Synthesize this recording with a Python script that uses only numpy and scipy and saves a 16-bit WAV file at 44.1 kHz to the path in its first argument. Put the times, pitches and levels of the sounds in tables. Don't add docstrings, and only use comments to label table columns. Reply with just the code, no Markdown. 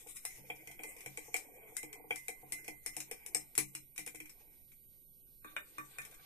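import sys
import numpy as np
from scipy import signal
from scipy.fft import rfft, irfft, next_fast_len
from scipy.io import wavfile
from scipy.ndimage import uniform_filter1d

SR = 44100
rng = np.random.default_rng(int(sys.argv[2]) if len(sys.argv) > 2 else 0)


def digitize_waveform(pressure):
    field = np.atleast_2d(pressure).T
    bounded = np.clip(field, -1, 1)
    quanta = np.round(bounded * 32767).astype(np.int16)
    wavfile.write(sys.argv[1], SR, quanta)


def makeup_ratio(level_db):
    decades = np.asarray(level_db, float) / 20
    return 10 ** decades


N = 276012
T = np.arange(N) / SR
STEEL_TIME = T < 5.2

# frequency in Hz, level in dB per Hz.
CONTACT_SPECTRUM = [(530, -47.5), (900, -11), (978, -12), (1710, -8.5), (2120, 0.5), (3060, -10),
                    (3330, -13), (3570, -10.5), (3970, -15), (4640, -12.5), (5740, -4), (8710, -2),
                    (13700, -6.5), (14300, -16.5), (16500, -36.5)]


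def colour(x, points):
    hz, db = np.transpose(points)
    size = next_fast_len(x.shape[-1] + 4096)
    f = np.maximum(np.arange(size // 2 + 1) * SR / size, 1)
    gain = makeup_ratio(np.interp(np.log(f), np.log(hz), db))
    return irfft(rfft(x, size) * gain, size)[..., :x.shape[-1]]


def unit(x):
    return x / np.sqrt(np.mean(x ** 2))


def flicker(rate, depth_db):
    hold = int(SR / rate)
    steps = np.repeat(rng.standard_normal(N // hold + 1), hold)
    return makeup_ratio(depth_db * uniform_filter1d(steps, hold)[:N])


def resonate(x, hz, t60):
    decay = np.log(1000) / (max(t60, .002) * SR)
    return signal.lfilter([1], [1, -np.exp(2j * np.pi * hz / SR - decay)], x)


def ring(modes, columns, hits, rub, rise, scatter_db):
    out = np.zeros((2, N))
    at = (hits[:, 0] * SR).astype(int)
    chance = rng.standard_normal((len(at), len(modes), 2))
    for k, (hz, mode_db, t60, lead) in enumerate(modes):
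        push = rub * rng.standard_normal(N) * np.sqrt(.7 / SR) / t60 + 0j
        blow = makeup_ratio(hits[:, columns[k]] + scatter_db * chance[:, k, 0])
        np.add.at(push, at, blow * np.exp(1j * chance[:, k, 1]))
        swollen = resonate(push, hz, rise) * np.log(1000) / (rise * SR)
        z = makeup_ratio(mode_db) * resonate(swollen, hz, t60)
        out += np.imag(z * np.exp(.5j * lead * np.array([[1], [-1]])))
    return out


def background():
    # frequency in Hz, level in dB per Hz.
    hiss_spectrum = [(20, 6.5), (60, -7.5), (140, -7), (500, -19), (900, -33.5), (1400, -35), (2200, -36),
                     (4000, -23.5), (7000, -30), (9500, -24.5), (13000, -24), (14500, -34.5)]
    mid, side = colour(rng.standard_normal((2, N)), hiss_spectrum)
    side = colour(side, [(20, -8), (400, -5.5), (1500, -5.5), (20000, -10.5)])
    return makeup_ratio(-66.5) * unit(mid + side * np.array([[1], [-1]])) * flicker(11, 1.2)


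def whine():
    # frequency in Hz, level in dB rms.
    tones = [(9538, -69), (11867, -60)]
    return np.array([np.sqrt(2) * makeup_ratio(db) * flicker(3.6, 0.35) * np.sin(2 * np.pi * hz * T)
                     for hz, db in tones])


def room(x):
    t60 = 0.18
    t = T[:SR // 2]
    noise = rng.standard_normal((2, 2, len(t)))
    lingering = unit(colour(noise[0], [(20, -15.5), (1500, -3.5), (4000, -2.5)])) * 1000 ** (-t / t60)
    bright = noise[1] * 1000 ** (-t / (0.88 * t60))
    tail = (0.27 * lingering + bright) * (1 - np.exp(-t / 0.0016))
    return signal.fftconvolve(x, tail / np.sqrt(np.sum(tail ** 2) / 2), axes=1)[:, :N]


def hand():
    # time in seconds, scrape in dB, swirl in dB; first the steel spoon, then the plastic one.
    steel_stir = [(0.0, -60, -63.5), (0.2, -60.5, -87.5), (0.42, -64.5, -64.5), (0.6, -70, -61),
                  (0.89, -66.5, -60), (1.2, -61, -69.5), (1.62, -72, -57), (1.81, -67.5, -67),
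                  (1.95, -99, -58.5), (2.16, -57.5, -76), (2.322, -77, -74), (2.65, -56.5, -62),
                  (2.78, -70.5, -79), (3.22, -72, -63), (3.6, -67.5, -73.5), (4.1, -96, -83),
                  (4.4, -75.5, -70), (4.9, -88.5, -94)]
    plastic_stir = [
        (5.36, -92, -94),
        (5.51, -72.5, -68.5),
        (5.65, -73.5, -74),
        (5.86, -69, -72),
        (6.1, -75, -67.5),
        (6.26, -71, -72),
    ]
    s, *columns = np.transpose(steel_stir + plastic_stir)
    return [makeup_ratio(np.interp(T, s, db)) for db in columns]


def slosh(size_db, low_hz, high_hz, cycles, count):
    out, t = np.zeros(N + 4096), T[:4096]
    for when, pitch, size in rng.random((count, 3)):
        hz = low_hz * (high_hz / low_hz) ** pitch
        at = int(when * N)
        swell = hz * t * np.exp(-hz * t / cycles)
        tone = np.sin(2 * np.pi * hz * t * (1 + 0.0033 * hz * t))
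        out[at:at + len(t)] += makeup_ratio(-size_db * np.log(size + 0.027)) * swell * tone
    return unit(out[:N])


def swish():
    noise = rng.standard_normal((2, N))
    rush = unit(colour(noise, [(800, -29), (2000, 5.0), (4500, 4), (7000, -11)]))
    return ~STEEL_TIME * flicker(30, 4.0) * rush


def scrape(patchy_db, steps_db):
    out = 0
    grain = colour(rng.standard_normal((2, N)), CONTACT_SPECTRUM) * flicker(40, steps_db)
    for hz in 900 * 2 ** np.arange(0, 4.3, .4):
        band = [(hz / 1.3, -40), (hz / 1.12, 0), (hz * 1.12, 0), (hz * 1.3, -40)]
        out = out + flicker(11, patchy_db) * colour(grain, band)
    return unit(out)


def table_top(swirl):
    # frequency in Hz, level in dB, t60 in seconds, radians by which left leads.
    modes = [(136.55, 2, 0.52, .1), (193.7, -4.5, 0.49, .1), (251.8, -4.5, 0.2, 0.27),
             (309.7, 3.5, 0.26, 0.14), (421.6, -1.5, 0.041, 0.52), (468, -1.5, 0.073, 0.11),
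             (586, -18, 0.054, 0.65), (705, -7, 0.054, 0.52), (755.4, -3.5, 0.07, 1),
             (834, -6, 0.048, 0.96), (976, -8, 0.0095, 1)]
    driven_by = [1, 1, 2, 2, 2, 3, 3, 3, 3, 3, 3]
    # time in seconds, boom in dB, hum in dB, knock in dB; steel spoon, then plastic.
    steel_thumps = [(0.063, -80, -66.5, -55.5), (0.248, -76, -84, -53.5), (0.383, -65.5, -63, -62),
                    (0.498, -68, -58, -39.5), (0.672, -66, -68, -60), (0.795, -82, -62, -51.5),
                    (0.842, -85, -60, -46), (1.061, -60, -58, -46), (1.178, -76, -61, -48.5),
                    (1.281, -74, -73, -51), (1.343, -84, -61, -40), (1.721, -78, -69, -52),
                    (1.833, -69, -59, -47.5), (1.997, -75, -85, -55), (2.042, -73, -66, -53),
                    (2.106, -67.5, -53.5, -36), (2.287, -72, -62, -46), (2.43, -68, -66.5, -53),
                    (2.517, -68, -62, -54.5), (2.681, -69, -57, -43.5), (2.859, -77, -67, -51.5),
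                    (2.969, -61.5, -56.5, -47), (3.112, -79, -57.5, -46.5), (3.349, -67.5, -58, -42),
                    (3.578, -55, -44.5, -44.5), (3.747, -68.5, -63.5, -69), (3.987, -65.5, -58, -54.5),
                    (4.069, -90, -60, -51), (4.144, -68, -61, -59), (4.203, -87, -59, -63.5)]
    plastic_thumps = [
        (5.448, -72.5, -59, -66),
        (5.563, -82, -67, -62),
        (5.783, -64, -55.5, -75),
        (5.983, -65, -76, -56),
    ]
    rub = 0.18 * swirl * flicker(20, 6.0)
    return ring(modes, driven_by, np.array(steel_thumps + plastic_thumps), rub, 0.0099, 2.74)


def far_glass(steel, swirl):
    # frequency in Hz, level in dB, t60 in seconds, radians by which left leads.
    modes = [(1533, -12, 0.016, 1.65), (2062, -3.5, 0.44, 3.6), (2152, -1.5, 0.011, 3.25),
             (2268, 0.5, 0.014, 2), (2337, 3.5, 0.03, 2.6), (2465, -13, 0.034, 0.79),
             (3195, -10.5, 0.036, 1.5), (4070, -27, 0.099, 2)]
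    driven_by = [2, 3, 2, 2, 2, 2, 2, 1]
    return ring(modes, driven_by, steel, .35 * swirl * STEEL_TIME * flicker(45, 4.5), .004, 3.0)


def near_glass(plastic, swirl):
    # frequency in Hz, level in dB, t60 in seconds, radians by which left leads.
    modes = [(590, -13.5, 0.059, 0.44), (1157, 8, 0.089, 3.1), (1217, 1.5, 0.15, 1.3),
             (1400, -3, 0.056, 2.6), (1540, 2.5, 0.023, 0.97), (1790, -6, 0.15, 2.64),
             (2340, 0, 0.015, 1.2), (2440, -3, 0.048, 1.1), (3660, -2, 0.012, 2.6)]
    driven_by = [2, 3, 3, 2, 2, 1, 2, 1, 2]
    return ring(modes, driven_by, plastic, 0.23 * swirl * ~STEEL_TIME * flicker(43, 9.6), 0.0016, 0.72)


def steel_spoon(steel):
    # frequency in Hz, level in dB, t60 in seconds.
    modes = [(2760, -3, 0.024), (3848, -4, 0.047), (5304, -1, 0.085), (5695, -7.5, .05), (6379, -7, 0.068),
             (6900, -9, 0.067)]
    return makeup_ratio(-25) * ring([(*mode, 1.0) for mode in modes], [1] * len(modes), steel, 0, 0.0012, 5.27)


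def steel_contacts():
    # time in seconds, tick peak in dB, glass knock in dB, long glass ring in dB, brightest ping in Hz.
    clinks = [(0.2515, -32.5, -56, -46, 10550), (0.501, -50.5, -35.5, -68, 10200),
              (0.6727, -44.5, -47.5, -51, 10670), (0.7918, -62, -45.5, -71, 9600),
              (0.8344, -38.5, -43.5, -40.5, 10200), (1.0604, -39.5, -41, -63, 7960),
              (1.1732, -38.5, -43.5, -54, 7790), (1.3421, -31, -33, -68, 7720),
              (1.3646, -32.5, -58, -70, 9630), (1.767, -30.5, -63, -47, 9480),
              (1.8296, -41, -48, -81, 8200), (1.928, -45.5, -47.5, -54.5, 8050),
              (2.1073, -42, -28.5, -65, 9700), (2.1582, -36.5, -70, -48.5, 9380),
              (2.282, -33, -42.5, -50, 9500), (2.5217, -31, -56, -40.5, 9900),
              (2.6794, -41, -40, -50, 9370), (2.8617, -31, -48, -44, 9840), (2.966, -32.5, -69, -70, 9100),
              (3.003, -34, -53, -61, 7470), (3.1122, -36, -40.5, -63, 9500),
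              (3.2619, -37.5, -61, -67, 8980)]
    drop_rattle = [(3.347, -25.5, -40, -57.5, 8390), (3.5522, -38.5, -52, -57, 8070),
                   (3.5785, -20.5, -70, -73, 9070), (3.5852, -32, -35.5, -54, 7350),
                   (3.7506, -34.5, -46, -65, 8890), (3.9605, -46.5, -62, -73, 10000),
                   (3.9783, -35, -42.5, -49, 8870), (3.9937, -40.5, -47.5, -66, 9500),
                   (4.0629, -39.5, -73, -51, 9600), (4.0754, -41, -45.5, -65, 8720),
                   (4.1468, -46.5, -54, -56, 8800), (4.2019, -45, -43.5, -63, 10800),
                   (4.2556, -53.5, -53.5, -63, 9540)]
    # time in seconds, tick peak in dB; the last four sound beside the plastic spoon.
    light_touches = [(0.0697, -49.5), (0.167, -45.5), (0.3074, -55), (0.6088, -63), (0.7126, -49),
                     (0.9644, -51), (1.0065, -46.5), (2.6438, -49), (4.1559, -47), (4.2941, -51.5),
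                     (4.7173, -57.5), (6.017, -46), (6.0497, -46.5), (6.111, -55.5), (6.142, -53)]
    grazes = [(s, db, db - 7, db - 21.5, 9500) for s, db in light_touches]
    return np.array(clinks + drop_rattle + grazes)


def plastic_contacts():
    # time in seconds, tick peak in dB, middle ring in dB, low ring in dB, brightest ping in Hz.
    touches = [
        (5.4453, -52.5, -54, -59, 2400),
        (5.5649, -39.5, -35, -65, 2580),
        (5.782, -43.5, -49, -51.5, 1990),
        (5.8011, -62, -55, -59, 1790),
        (5.9844, -39, -48.5, -66, 2440),
    ]
    return np.array(touches)


def ticks(hits, tail_t60, ping_db, ping_t60, chatter_db, tail):
    out, t = np.zeros((2, N + 8192)), T[:8192]
    chance = rng.standard_normal((len(hits), 3, 8, 1))
    chance[:, :2, 0] = 0
    grain = unit(colour(rng.standard_normal((2, N + 8192)), CONTACT_SPECTRUM))
    chatter = np.resize(flicker(400, chatter_db), N + 8192)
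    for (s, db, _, _, hz), (spread, size, turn) in zip(hits, chance):
        start = int(s * SR)
        now = slice(start, start + len(t))
        rise = 0.0014 * makeup_ratio(-.6 * (db + 41.5))
        t60 = tail_t60 * makeup_ratio(0.14 * (db + 33))
        crack = grain[:, now] * t / rise * np.exp(-t / rise)
        crack /= np.abs(crack).max(1, keepdims=True)
        after = tail * grain[:, now] * chatter[now] * 1000 ** (-t / max(t60, .005))
        ping_hz = hz * np.exp(0.18 * np.tanh(0.694 * spread))
        pings = makeup_ratio(-7.0 * abs(size)) * np.exp(1j * (2 * np.pi * ping_hz * t + turn))
        pings = pings.sum(0)
        after += makeup_ratio(ping_db) * 1000 ** (-t / ping_t60) * np.array([pings.imag, pings.real])
        out[:, now] += makeup_ratio(db + 1.5) * (crack + (1 - np.exp(-t / rise)) * after)
    return out[:, :N]


def scene():
    scraping, swirling = hand()
    glass_swirl = makeup_ratio(-5) * swirling
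    steel, plastic = steel_contacts(), plastic_contacts()
    dry = table_top(swirling)
    dry += makeup_ratio(-6) * swirling * slosh(2.9, 276, 908, 2.0, count=600)
    dry += 0.77 * scraping * swish()
    dry += 1.01 * scraping * scrape(5.3, 6.1)
    dry += far_glass(steel, glass_swirl)
    dry += near_glass(plastic, glass_swirl)
    dry += steel_spoon(steel)
    dry += ticks(steel, tail_t60=0.079, ping_db=-3, ping_t60=0.014, chatter_db=2.0, tail=0.2)
    dry += ticks(plastic, tail_t60=0.027, ping_db=-11.5, ping_t60=0.046, chatter_db=3.0, tail=0.06)
    return dry + makeup_ratio(-1) * room(dry) + background()


def gate(x, duck, unrest_db):
    # frequency in Hz, level in dB under which a band is muted.
    threshold = [(20, -130), (500, -116), (900, -106), (1400, -102.5), (2200, -107), (3200, -100.5),
                 (4700, -98.5), (6500, -109), (9000, -113), (11500, -109), (14200, -106), (14600, -92),
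                 (20000, -82)]
    f, _, z = signal.stft(x, SR, nperseg=1536)
    low, middle = np.geomspace(170, 2200, 15), np.arange(2450, 7000, 280)
    edges = np.searchsorted(f, np.r_[0, low, middle, np.arange(7200, 17000, 550)])
    bins = np.diff(np.r_[edges, len(f)])
    power = np.add.reduceat(abs(z) ** 2, edges, axis=1) / bins[:, None]
    band_db = 10 * np.log10(power + 1e-20)
    all_db = 10 * np.log10(power.mean(1, keepdims=True) + 1e-20)
    unrest = rng.standard_normal((1,) + power.shape[1:])
    unrest = uniform_filter1d(unrest, size=6, axis=2)
    unrest += 0.7 * unrest[:, :1]
    hz, db = np.transpose(threshold)
    limit_db = np.interp(np.log(f[edges] + 20), np.log(hz), db)[:, None]
    limit_db = limit_db + duck * (all_db + 89.5) + unrest_db * unrest
    keep = 1 / (1 + np.exp(np.clip(limit_db - band_db, -7, 7)))
    return signal.istft(z * np.repeat(keep, bins, axis=1), SR, nperseg=1536)[1][:, :N]


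def ports(dry):
    # frequency in Hz, left minus right in dB.
    difference = [(60, 1), (200, 2.5), (700, 1.5), (1300, 3), (2400, -2), (4400, 1), (6300, 3), (7500, 8),
                  (9000, 13), (10300, 8), (11500, 1), (15000, -1)]
    hz, db = np.transpose(difference)
    return np.array([colour(dry[0], np.c_[hz, db / 2]), colour(dry[1], np.c_[hz, -db / 2])])


def low_pass(x):
    return signal.sosfilt(signal.butter(12, 15900, fs=SR, output="sos"), x)


def record(dry):
    sound = gate(ports(dry), duck=.86, unrest_db=13.0)
    return low_pass(sound + whine())


dry = scene()
out = record(dry)
digitize_waveform(out)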